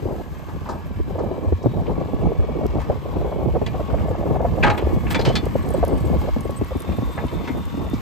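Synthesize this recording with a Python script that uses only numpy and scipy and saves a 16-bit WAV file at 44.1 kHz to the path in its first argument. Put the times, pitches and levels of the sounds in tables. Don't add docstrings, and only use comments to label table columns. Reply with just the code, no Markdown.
import sys
import numpy as np
from scipy import signal
from scipy.fft import rfft, irfft
from scipy.io import wavfile
from scipy.ndimage import uniform_filter1d

SR = 44100
rng = np.random.default_rng(int(sys.argv[2]) if len(sys.argv) > 2 else 0)


def dump_mix(stems):
    frames = np.atleast_2d(stems).T
    limited = np.clip(frames, -1, 1)
    pcm = np.round(limited * 32767).astype(np.int16)
    wavfile.write(sys.argv[1], SR, pcm)


N = 353329

# time_s, rumble_db, roar_db
WIND_LEVELS = [(0.0, -29, -28), (0.36, -34.5, -42.5), (1.03, -25, -42), (1.2, -30.5, -26.5),
               (1.45, -32, -34.5), (1.72, -21.5, -30), (2.16, -25.5, -27), (2.27, -23.5, -30),
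               (3.14, -24, -31.5), (3.41, -25.5, -30.5), (3.72, -25.5, -32), (4.42, -21, -25.5),
               (4.82, -20, -25.5), (5.08, -26, -37), (5.64, -22, -30.5), (5.73, -21, -29.5),
               (6.2, -25, -32.5), (6.4, -28.5, -37.5), (7.34, -31.5, -38.5), (8.01, -20.5, -31.5)]
# pitch_hz, level_db
RUMBLE_COLOUR = [(20, -15), (40, 3), (70, -3), (120, -1.5), (220, -6.5), (400, -24.5), (800, -75)]
ROAR_COLOUR = [(80, -62), (200, -9.5), (350, -4), (600, -9), (850, -14), (1300, -31.5), (2500, -85)]
# pitch_hz, likeness (1 = the same)
WIND_LIKENESS = [(60, 0.17), (130, 0.43), (290, 0.69), (640, 0.92), (900, 0.63), (1400, 0.78)]
# time_s, gain_db
UPPER_RUMBLE = [(0, 0), (.7, -1.5), (1.4, 1), (2.1, -2.5), (2.8, -1), (3.4, -3), (4, -8), (4.6, -1),
                (5.3, 3), (6, -0.5), (6.7, 5), (7.4, 3.5), (8, 0.5)]
# time_s, peak_db, pitch_hz
WIND_BUFFETS = [(0.017, -24, 115), (0.993, -15, 61.9), (1.14, -24, 93), (1.46, -11, 90),
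                (1.515, -10.5, 82.5), (1.655, -13.5, 123.6), (1.777, -19, 85.6), (2.248, -18, 59.2),
                (2.383, -7, 81.8), (2.684, -15, 61), (2.809, -22, 67.3), (3.194, -17, 62.3),
                (3.502, -14, 73), (3.928, -16, 49), (4.098, -17, 90), (4.3, -18, 153), (4.603, -12.5, 82.6),
                (4.678, -13, 115), (4.833, -11, 75.7), (5.268, -10, 128.4), (5.575, -16, 78.5),
                (5.8, -13, 72), (5.939, -24, 51.1), (6.039, -16, 77.5), (6.129, -20, 50.3),
                (6.176, -14, 53.5), (6.299, -9, 50.4), (6.359, -32, 166), (6.589, -19, 92),
                (6.884, -21, 83.4), (6.979, -17, 117), (7.04, -14, 53.8), (7.239, -20, 122),
                (7.648, -18, 73), (7.939, -21, 103)]
# start_s, level_db, pitch_hz, thump_db, snap_db (last two added to level)
STRONG_EDDIES = [(0.019, -23, 340, 0, -11), (0.123, -25, 384, -11, -5), (0.991, -16, 339, -9, -9),
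                 (1.08, -23.5, 247, -1, -5), (1.152, -17, 510, -11, -4), (1.21, -24.5, 487, -4, -3),
                 (1.312, -24, 495, -14, 0), (1.381, -20, 450, -14, 4), (1.447, -20.5, 269, -9, 2),
                 (1.524, -9.5, 304, -10, -2.5), (1.659, -8, 318, -14, 6), (1.897, -17.5, 240, -7, -12),
                 (1.98, -13.5, 284, -18, -1), (2.014, -19, 400, -11, 7), (2.134, -15.5, 246, -4, 5),
                 (2.201, -30, 418, 6, -6.5), (2.244, -16, 296, -2, -16), (2.319, -14.5, 371, -15, 5.5),
                 (2.394, -19, 450, 3.5, -5), (2.486, -18.5, 470, -1, -5), (2.651, -15, 380, -17, -8),
                 (2.788, -18, 435, -3, -8), (2.899, -10, 520, -2, 1.5), (3.055, -18.5, 503, -7, 2),
                 (3.16, -18, 397, -3, -10), (3.211, -18.5, 520, 2, -3), (3.245, -15, 433, -14, -4),
                 (3.317, -16.5, 540, -10, -1), (3.358, -22, 470, -16, -9), (3.479, -15, 387, -14, -5),
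                 (3.553, -10, 538, -13, 2.5), (3.616, -12.5, 415, -7, 5), (3.752, -27.5, 510, 11, -8),
                 (3.794, -17.5, 555, -4, -6.5), (3.936, -11.5, 547, -8, -5), (4.107, -14, 456, -9, -6.5),
                 (4.147, -18, 662, -6, 0), (4.227, -17, 594, -12, -1), (4.261, -14, 510, -9, -14),
                 (4.353, -12, 590, -18, 0), (4.405, -22, 545, -9, -6.5), (4.445, -8, 570, -6.5, -2),
                 (4.64, -19, 590, 4, -12), (4.787, -19.5, 415, -13, -10), (4.825, -15.5, 435, -10, 4),
                 (4.924, -13.5, 302, 4, -7), (5.058, -20.5, 315, 6, -6.5), (5.157, -11.5, 250, -20, -5),
                 (5.193, -12, 450, -8, -5), (5.262, -14, 480, -10, -5), (5.278, -10.5, 404, -5.5, 6),
                 (5.297, -11, 510, -10, 1), (5.305, -22, 500, -8, 3), (5.428, -16, 304, -1, -14),
                 (5.465, -13, 430, -18, -4), (5.555, -11, 510, -6, 8), (5.701, -16, 443, 2, -9),
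                 (5.743, -10, 480, -22, -9), (5.829, -8.5, 570, -19, 0), (5.875, -16.5, 250, -22, 6),
                 (5.922, -9.5, 362, -10, -9), (6.101, -14, 224, 0, 5), (6.15, -16, 394, -5, -2),
                 (6.274, -18, 530, -7, 5), (6.364, -10.5, 262, -20, 0), (6.454, -14.5, 410, -5, -3),
                 (6.494, -17, 440, -2, 4.5), (6.613, -10.5, 268, -7, -1.5), (6.709, -18, 540, 0, 1),
                 (6.752, -14.5, 268, -4.5, -4), (6.891, -14, 230, -7, 2.5), (6.985, -12.5, 222, -13, 1),
                 (7.022, -17, 260, -6, 1), (7.182, -25, 760, -19, -11), (7.24, -14.5, 258, -4, 3.5),
                 (7.35, -19.5, 306, -3, -9), (7.499, -13.5, 269, -24, -11), (7.742, -16, 226, -22, -3),
                 (7.775, -17, 252, -19, -4), (7.932, -10.5, 224, -12, -6)]
# start_s, length_s, level_db, pitch_hz
THIN_CHIRPS = [(5.535, .025, -58, 7870), (5.622, .012, -52, 8100), (5.66, .012, -50, 8150),
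               (5.709, .012, -50, 8250), (5.738, 0.016, -40, 8120), (5.776, 0.014, -49, 8150),
               (5.895, .01, -51, 8400), (5.915, .035, -53, 8360), (5.966, .018, -51, 8260),
               (6.005, 0.009, -50, 8300), (6.048, .018, -47, 8260), (6.43, .04, -52, 8370),
               (6.561, 0.033, -41, 8180), (6.662, .014, -54, 8150), (6.822, .02, -54, 8200),
               (7.108, .035, -54, 8080), (7.154, .022, -50, 8200), (7.293, .016, -58, 8150)]
# start_s, level_db, ring_hz, tick_db (added to level)
LINK_CLINKS = [(2.6656, -52, 7720, 22), (2.8168, -45, 8500, 2.5), (4.0915, -44, 7460, -3),
               (5.4562, -34.5, 9500, 4), (5.6894, -34, 9650, 7), (5.7048, -27, 9600, -9),
               (5.7398, -41, 9600, 8), (5.8507, -32, 9550, 5.5), (5.8808, -29, 9600, 2.5),
               (5.9831, -36, 9840, -8), (6.0050, -46, 9600, 6), (6.408, -31, 9600, 1),
               (6.5077, -33, 9600, 2), (6.647, -37, 9680, 4), (6.7719, -37, 9600, 2), (6.797, -38, 9600, 3),
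               (6.804, -28, 9600, -8), (6.821, -38, 9720, 11), (6.9711, -42, 9590, 2),
               (7.2676, -36, 9610, -5), (7.575, -43, 9600, 6), (7.655, -37, 9500, 3),
               (7.8996, -43, 9900, 10), (7.9368, -41, 10060, 0)]
# start_s, length_s, level_db
STEEL_SQUEAKS = [(4.765, 0.035, -45), (5.093, 0.051, -35)]
# pitch_hz, width_hz, level_db
SQUEAK_RINGS = [(8200, 430, -2), (10000, 580, 1), (14600, 600, 3)]
# time_s, drone_db, hiss_db
ENGINE_LEVELS = [(0.0, -43.5, -56.5), (1.05, -45.5, -61), (2.56, -42.5, -62), (2.97, -41.5, -60),
                 (3.37, -43, -59), (4.01, -40, -58), (4.31, -43.5, -58), (4.77, -39, -55.5),
                 (5.26, -38.5, -53.5), (5.51, -40, -54.5), (6.27, -39, -53.5), (8.01, -40, -55)]
# pitch_hz, level_db
DRONE_COLOUR = [(180, -34), (300, 4.5), (472, -22), (630, -44), (723, -14.5), (864, -6), (1110, -1),
                (1400, -15), (1650, -13), (1860, -14), (2230, -15), (2390, -16), (2670, -16), (3660, -21),
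                (8000, -36), (10400, -59), (17600, -120)]
HISS_COLOUR = [(4000, -3), (6000, -5.5), (8000, -2.5), (10000, -7), (12500, -2), (14500, -1.5),
               (15200, -10), (16000, -20)]
# pitch_hz, likeness
DRONE_LIKENESS = [(300, 0.93), (1000, 0.48), (2000, 0.56), (3500, 0.2), (6000, 0.51), (8000, 0.75)]
# start_s, end_s, pitch_hz, width_hz, level_db
HYDRAULIC_WHINES = [(6.5, 8.1, 1300, 7.9, -61.5), (7, 10, 1100, 8.9, -49.5), (7, 9.3, 950, 11, -50),
                    (0.1, 2.5, 1688, 9.9, -60), (-0.2, 1.4, 1577, 16, -62), (0.9, 2.6, 2310, 50, -61.5),
                    (2, .8, 4500, 40, -54), (6.7, 8, 3596, 34, -54.5), (1, 2.1, 3990, 90, -70),
                    (-2, .7, 6350, 60, -70), (6.5, 8.1, 1900, 20, -65), (1.6, 1.8, 3800, 32, -60.5),
                    (0.8, 1, 1400, 16, -60), (1.2, 4.5, 2587, 17, -69.5), (4, 6.2, 1717, 11, -56),
                    (4, 6.5, 2100, 26, -59)]
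# time_s, pitch_hz
PUMP_PITCH = [(1.8, 1133), (2.4, 1128), (2.6, 1113), (3.2, 1112), (3.6, 1095), (4.0, 1108), (5.4, 1108),
              (5.9, 1112), (6.5, 1108), (7.1, 1097), (8, 1097)]
PUMP_LEVELS = [-49.5, -59.5, -66]
# pitch_hz, width_hz, level_db
SHELL_RINGS = [(838, 32, 1), (927, 32, 3.5), (1261, 11, 4.5), (1595, 33, -6.5), (1730, 39, -0.5),
               (1990, 33, -4), (2227, 31, -6), (2400, 28, -9), (2560, 25, -17), (2840, 30, -11),
               (3140, 40, -2), (3400, 49, -1), (3940, 60, 2), (4200, 40, -3), (4380, 60, 0), (4690, 51, -2),
               (5140, 50, -2), (5370, 43, -4), (6100, 38, -7), (7250, 33, -7)]
# start_s, level_db, body_db, treble_db, ring_hz, decay_s, ring_db (added to level)
KNOCKS_AND_TICKS = [(0.4826, -45.5, 9, -10, 1920, 0.26, -10), (0.658, -42, 12, -13, 1800, 0.22, -12),
                    (0.689, -33, 20, 5.5, 1600, 0.33, -9), (1.187, -39.5, 23, 2, 2050, 0.18, -14),
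                    (1.627, -46.5, 5, 18, 2270, .08, -12), (1.866, -44, -25, -29, 3020, 0.059, -12),
                    (2.801, -41, 0, -10, 1800, 0.22, -8), (3.6631, -30.5, -10, -12.5, 2400, 0.1, -10),
                    (3.898, -43, 13, -31, 2050, .07, -12), (3.982, -42, 7, -32, 2170, 0.093, -12),
                    (4.6278, -19.5, -22, -34, 2600, 0.12, -8), (4.631, -29.5, -16, -23, 2170, .15, -1),
                    (4.634, -19.5, -14, -25, 1610, 0.17, 0), (4.645, -25, -2, -22, 829, 0.098, 6),
                    (4.665, -22.5, -2, -23, 1241, 0.22, 1), (4.699, -23.5, -5, -20, 854, 0.13, -9),
                    (4.7433, -37, 1, -38, 1700, .11, -6), (4.776, -30.5, -3.5, -19, 2770, 0.17, -18),
                    (5.067, -36.5, -11, -37, 2650, 0.35, -6), (5.1047, -28, -7, -14, 2620, 0.2, -8),
                    (5.1451, -22, -9.5, -15, 2330, 0.12, -5), (5.147, -31, -7, -15, 3470, .08, 4),
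                    (5.158, -38.5, 2, -21, 906, 0.14, 12), (5.192, -29, -2, -12.5, 4860, 0.091, -4),
                    (5.211, -31, -10, -10, 4230, 0.097, -2.5), (5.25, -23.5, -8.5, -12.5, 4700, 0.26, -18),
                    (5.258, -37, -6, -10, 5080, .1, 2), (5.27, -39, -6, -12, 2950, 0.088, 4),
                    (5.2848, -34, -1, 2, 3060, 0.12, 3.5), (5.326, -40, -20, -13, 3400, 0.073, 0),
                    (5.3538, -19, -13, -10.5, 4430, 0.14, -10), (5.362, -30, -14, -15, 3510, .1, 5),
                    (6.922, -43.5, -27, -25, 2380, 0.09, -3), (7.176, -34, -1, -33, 1720, 0.13, -11),
                    (7.28, -44.5, -25, -14, 3050, .11, -4), (7.444, -42, -17, -15, 2070, 0.44, -8),
                    (7.4754, -35, -4.5, -16, 2100, 0.18, -2), (7.935, -40.5, -14, 1, 2260, 0.21, -4)]
# pitch_hz, lag_cycles
PORT_LAG = [(0, .3), (300, .25), (500, .06), (1300, .1), (1600, -.14), (2000, -.12), (2500, .04),
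            (4400, .06), (5600, -.15), (6800, 0), (8000, -.15), (9800, -.5), (12400, -1), (13400, -1.07),
            (15300, -1.5)]
# pitch_hz, pan_db
PORT_BALANCE = [(60, 1), (110, -0.5), (200, -1.5), (380, -2.0), (700, 2), (1290, 2.5), (2380, 0.5),
                (4400, 2), (8120, -0.5), (15000, 0.5)]

GUST_DB, GUST_MS, SWAY_DB = 4.5, 42, 3.5
BUFFET_RISE_S, BUFFET_FALL_S = 0.0093, 0.027
EDDIES_PER_S, EDDY_HZ, EDDY_S = 7, 380, 0.027
FIRING_HZ, EXHAUST_DB = 42.36, -35
GRIND_S, KNOCK_RISE_S = 0.0072, 0.0035
CLINK_FADE_S, TICK_FADE_S, RING_FADE_CYCLES = 0.022, 0.006, 480
BASS_CUT_HZ, TOP_CUT_HZ = 44, 15800


def gain_of(db):
    return 10 ** (np.asarray(db) / 20)


def evened(x):
    return x / np.sqrt(np.mean(x ** 2) + 1e-20)


def at_pitch(rows, hz):
    pitches, values = np.transpose(rows)
    return np.interp(np.log(hz + 1), np.log(pitches + 1), values)


def at_time(rows, t):
    times, *columns = np.transpose(rows)
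    return [np.interp(t, times, column) for column in columns]


def sides(pan_db):
    return gain_of(np.array([pan_db / 2, -pan_db / 2]).reshape(2, -1))


def add(mix, start_s, sound):
    part = mix[..., max(round(start_s * SR), 0):][..., :sound.shape[-1]]
    part += sound[..., :part.shape[-1]]


def resonate(x, hz, width_hz):
    spin = np.exp(2j * np.pi * np.cumsum(hz * np.ones(x.shape[-1])) / SR)
    hold = np.exp(-np.pi * width_hz / SR)
    return 2 * (spin * signal.lfilter([1 - hold], [1, -hold], x / spin + 1e-18)).real


def wobble(ms):
    size = max(int(ms * SR / 1000), 1)
    return evened(uniform_filter1d(uniform_filter1d(rng.standard_normal((2, N)), size), size))


def noise(colour, likeness, patchy_db, size=(8, 10)):
    frames, hz = N // 256 + 5, np.fft.rfftfreq(1024, 1 / SR)
    a, b, c, d, patches = rng.standard_normal((frames, 513, 5)).T
    patches = evened(uniform_filter1d(uniform_filter1d(patches, size[0], 0), size[1], 1))
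    alike = np.clip(at_pitch(likeness, hz), -1, 1)[:, None]
    left, unrelated = a + 1j * b, c + 1j * d
    spectrum = np.array([left, alike * left + np.sqrt(1 - alike ** 2) * unrelated])
    spectrum *= gain_of(at_pitch(colour, hz)[:, None] + patchy_db * patches)
    return evened(signal.istft(spectrum, nperseg=1024, noverlap=768)[1][:, :N])


def wind():
    t = np.arange(N) / SR
    rumble_db, roar_db = at_time(WIND_LEVELS, t)
    gust_db, pan_db = [[GUST_DB], [SWAY_DB]] * np.minimum(wobble(ms=GUST_MS), 1.3)
    rumble = noise(RUMBLE_COLOUR, WIND_LIKENESS, patchy_db=-2) * evened(gain_of(2.6 * wobble(ms=15.5)))
    upper = signal.sosfilt(signal.butter(2, 138, "high", fs=SR, output="sos"), rumble)
    rumble += (gain_of(at_time(UPPER_RUMBLE, t)[0]) - 1) * upper
    puffs = wobble(ms=5.5)
    puffs_db = 4.94 / 0.42 * np.tanh(0.32 * evened(puffs + 2 * puffs.mean(0)))
    roar = noise(ROAR_COLOUR, WIND_LIKENESS, patchy_db=0.5) * evened(gain_of(puffs_db + gust_db))
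    return sides(pan_db) * (gain_of(rumble_db + 0.69 * gust_db) * rumble + gain_of(roar_db) * roar)


def buffets():
    out, t = np.zeros((2, N)), np.arange(0, .25, 1 / SR)
    shape = (1 - np.exp(-(t / BUFFET_RISE_S) ** 2)) * np.exp(-t / BUFFET_FALL_S)
    for start_s, db, hz in WIND_BUFFETS:
        phase, waver_phase, offset = rng.random(3)
        cycles = hz * t + phase + 0.13 * np.sin(2 * np.pi * (17 * t + waver_phase))
        tone = np.sin(2 * np.pi * (cycles + [[0], [0.33 * (offset - .5)]]))
        add(out, start_s - BUFFET_RISE_S / 2, gain_of(db) * shape / shape.max() * tone)
    return out


def small_eddies():
    count = round(N / SR * EDDIES_PER_S)
    times = rng.uniform(0, N / SR, count)
    level_luck, pitch_luck, thump_luck = rng.standard_normal((count, 3)).T
    db = at_time(WIND_LEVELS, times)[1] + 10 + 4.5 * level_luck
    strong_hz = uniform_filter1d(at_time(STRONG_EDDIES, np.arange(0, N / SR, .05))[1], size=9)
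    hz = np.sqrt(EDDY_HZ * strong_hz[(times / .05).astype(int)]) * np.exp(0.19 * pitch_luck)
    thump_db, snap_db = -7.5 + 2.1 * thump_luck, np.full(count, -21)
    return zip(times, db, hz, thump_db, snap_db)


def eddy_slaps():
    out = np.zeros((2, N))
    for start_s, db, hz, thump_db, snap_db in [*small_eddies(), *STRONG_EDDIES]:
        stretch, sway = rng.standard_normal(2)
        length = int(np.clip(EDDY_S * np.exp(0.17 * stretch), .006, .06) * SR)
        progress = np.linspace(0, 1, length)
        shared, own = rng.standard_normal((2, 2, 3000))[..., :length]
        alike = np.clip(0.93 * np.log2(hz / 270), .3, .95)
        air = np.sqrt(alike) * shared[0] + np.sqrt(1 - alike) * own
        sinking_hz = hz * (1.2 - .45 * progress)
        swell = np.sin(np.pi * progress ** .8) ** 2
        slap = swell * resonate(resonate(air, sinking_hz, 0.5 * hz), sinking_hz, 0.43 * hz)
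        thump = swell * np.sin(2 * np.pi * (1.91 * progress + rng.random() + [[0], [.084 + .15 * sway]]))
        edge = (progress * length / SR - .005) / 0.00041
        snap = gain_of(snap_db) * rng.choice([-1, 1]) * edge * np.exp(-edge ** 2 / 2)
        pan_db = 7.5 * (1 - alike) * sway - 2.3 * np.log2(hz / 400)
        eddy = slap / abs(slap).max() + snap + gain_of(thump_db) * thump
        add(out, start_s - .004, sides(pan_db) * gain_of(db) * eddy)
    return signal.sosfilt(signal.butter(2, 1500, fs=SR, output="sos"), out)


def chirps():
    out = np.zeros(N)
    for start_s, length_s, db, hz in THIN_CHIRPS:
        progress = np.linspace(0, 1, int(length_s * SR))
        rising_hz = hz * (1 + 0.033 * (progress - .5))
        tone = np.sin(2 * np.pi * np.cumsum(rising_hz) / SR)
        fuzz = evened(resonate(rng.standard_normal(3000)[:len(tone)], rising_hz, width_hz=120))
        add(out, start_s, gain_of(db) * np.sin(np.pi * progress ** .7) * (tone + .4 * fuzz))
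    return out


def links():
    out, t = np.zeros(N), np.arange(3000) / SR
    for start_s, db, hz, tick_db in LINK_CLINKS:
        ring = gain_of(-60 * t / CLINK_FADE_S) * np.sin(2 * np.pi * hz * t)
        tick = resonate(rng.standard_normal(len(t)), hz=9500, width_hz=5000)
        add(out, start_s, gain_of(db) * (ring + tick * gain_of(tick_db - 60 * t / TICK_FADE_S)))
    return out


def squeaks():
    out = np.zeros(N)
    for start_s, length_s, db in STEEL_SQUEAKS:
        rub = rng.standard_normal(4000)[:int(length_s * SR)]
        squeal = sum(gain_of(ring_db) * resonate(rub, hz, width) for hz, width, ring_db in SQUEAK_RINGS)
        add(out, start_s, gain_of(db) * evened(squeal) * signal.windows.tukey(len(rub), .7))
    return out


def engine():
    drone_db, hiss_db = at_time(ENGINE_LEVELS, np.arange(N) / SR)
    firings = np.cumsum(FIRING_HZ * (1 + .03 * wobble(ms=60)[0])) / SR
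    pulses = evened(1 + 1.4 * np.exp(-(firings % 1) / 0.76))
    drone = pulses * noise(DRONE_COLOUR, DRONE_LIKENESS, patchy_db=2.5, size=(2, 50))
    drone *= gain_of(drone_db + wobble(ms=43)[0])
    exhaust = gain_of(EXHAUST_DB) * np.sin(4 * np.pi * firings)
    hiss = noise(HISS_COLOUR, likeness=[(8000, .95), (13000, .9)], patchy_db=.6)
    return drone + exhaust + gain_of(hiss_db + 1.7 * wobble(ms=18)[0]) * hiss


def hydraulics():
    out, t = np.zeros((2, N)), np.arange(N) / SR
    for start_s, end_s, hz, width_hz, db in HYDRAULIC_WHINES:
        fade = np.clip(np.minimum(t - start_s, end_s - t) / 0.019, 0, 1)
        rush = rng.standard_normal(N) + 0.81 * rng.standard_normal((2, N))
        out += fade * gain_of(db) * evened(resonate(rush, hz, width_hz))
    return out


def pump(start_s=1.8, end_s=7.6):
    t = np.arange(N) / SR
    cycles = np.cumsum(at_time(PUMP_PITCH, t)[0] * (1 + .002 * wobble(ms=40)[0])) / SR
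    fade = np.clip(np.minimum(t - start_s, end_s - t) / .2, 0, 1)
    return fade * sum(gain_of(db + 4.3 * wobble(ms=130)) * np.sin(2 * np.pi * harmonic * cycles)
                      for harmonic, db in enumerate(PUMP_LEVELS, start=1))


def steel_shell(hz, ring_hz):
    rings = 0
    for pitch_hz, width_hz, db in SHELL_RINGS:
        luck_db = 3 * rng.standard_normal()
        lift_db = 7 * np.exp(-(np.log(pitch_hz / ring_hz) / .15) ** 2)
        rings += gain_of(db + luck_db + lift_db) * width_hz / (width_hz + 2j * (hz - pitch_hz))
    crack = 0.95 * gain_of(3 * np.exp(-(np.log((hz + 1) / ring_hz) / 0.27) ** 2))
    return rings + crack


def knocks_and_ticks():
    out, t, hz = np.zeros((2, N)), np.arange(8192) / SR, np.fft.rfftfreq(8192, 1 / SR)
    rise = np.minimum(t / KNOCK_RISE_S, 1)
    fade_out = signal.windows.tukey(2 * len(t))[len(t):]
    lows, highs = 1 / (1 + (hz / 3000) ** 2), 1 / (1 + (3000 / (hz + 1)) ** 2)
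    for start_s, db, body_db, treble_db, ring_hz, decay_s, ring_db in KNOCKS_AND_TICKS:
        colour = [(400, body_db + 15), (1100, body_db + 9.5), (2400, 0.022),
                  (5300, treble_db + 3), (9000, treble_db - 5), (15000, treble_db - 25)]
        shell = steel_shell(hz, ring_hz) * gain_of(at_pitch(colour, hz))
        shared, own = rng.standard_normal((2, 2, len(t)))
        grit = (shared[0] + 0.54 * own) * gain_of(1.6 * rng.standard_normal(128)).repeat(64)
        fall_db = -60 * np.maximum(t - GRIND_S, 0) / decay_s
        dull = irfft(rfft(grit * gain_of(fall_db)) * shell * lows)
        bright = irfft(rfft(grit * gain_of(1.8 * fall_db)) * shell * highs)
        burst = (dull + bright) * rise * (t < .17)
        burst *= 2 * np.pi * 2200 / SR / np.std(np.diff(burst[:, :700]))
        pair = np.sin(2 * np.pi * ring_hz * t)
        pair += .4 * np.sin(2 * np.pi * (1.004 * ring_hz * t + rng.random()))
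        ring = gain_of(ring_db - 60 * t * ring_hz / RING_FADE_CYCLES) * rise * pair * fade_out
        add(out, start_s - .0015, sides(pan_db=-0.5) * gain_of(db) * (burst + ring))
    return out


def scene():
    air = wind() + buffets() + eddy_slaps()
    machinery = engine() + hydraulics() + pump()
    return air + machinery + knocks_and_ticks() + links() + squeaks() + chirps()


def record(dry):
    hz = np.fft.rfftfreq(N, 1 / SR)
    lag_cycles = np.interp(hz, *np.transpose(PORT_LAG))
    right = irfft(rfft(dry[1]) * np.exp(-2j * np.pi * lag_cycles), N)
    ports = irfft(rfft(np.array([dry[0], right])) * sides(at_pitch(PORT_BALANCE, hz)), N)
    bass_cut = signal.sosfilt(signal.butter(6, BASS_CUT_HZ, "high", fs=SR, output="sos"), ports)
    softened = np.tanh(bass_cut / 1.1) * 1.1
    top_filter = signal.firwin(511, TOP_CUT_HZ, window=("kaiser", 9), fs=SR)
    return signal.oaconvolve(softened, top_filter[None], "same")


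dry = scene()
out = record(dry)
dump_mix(out)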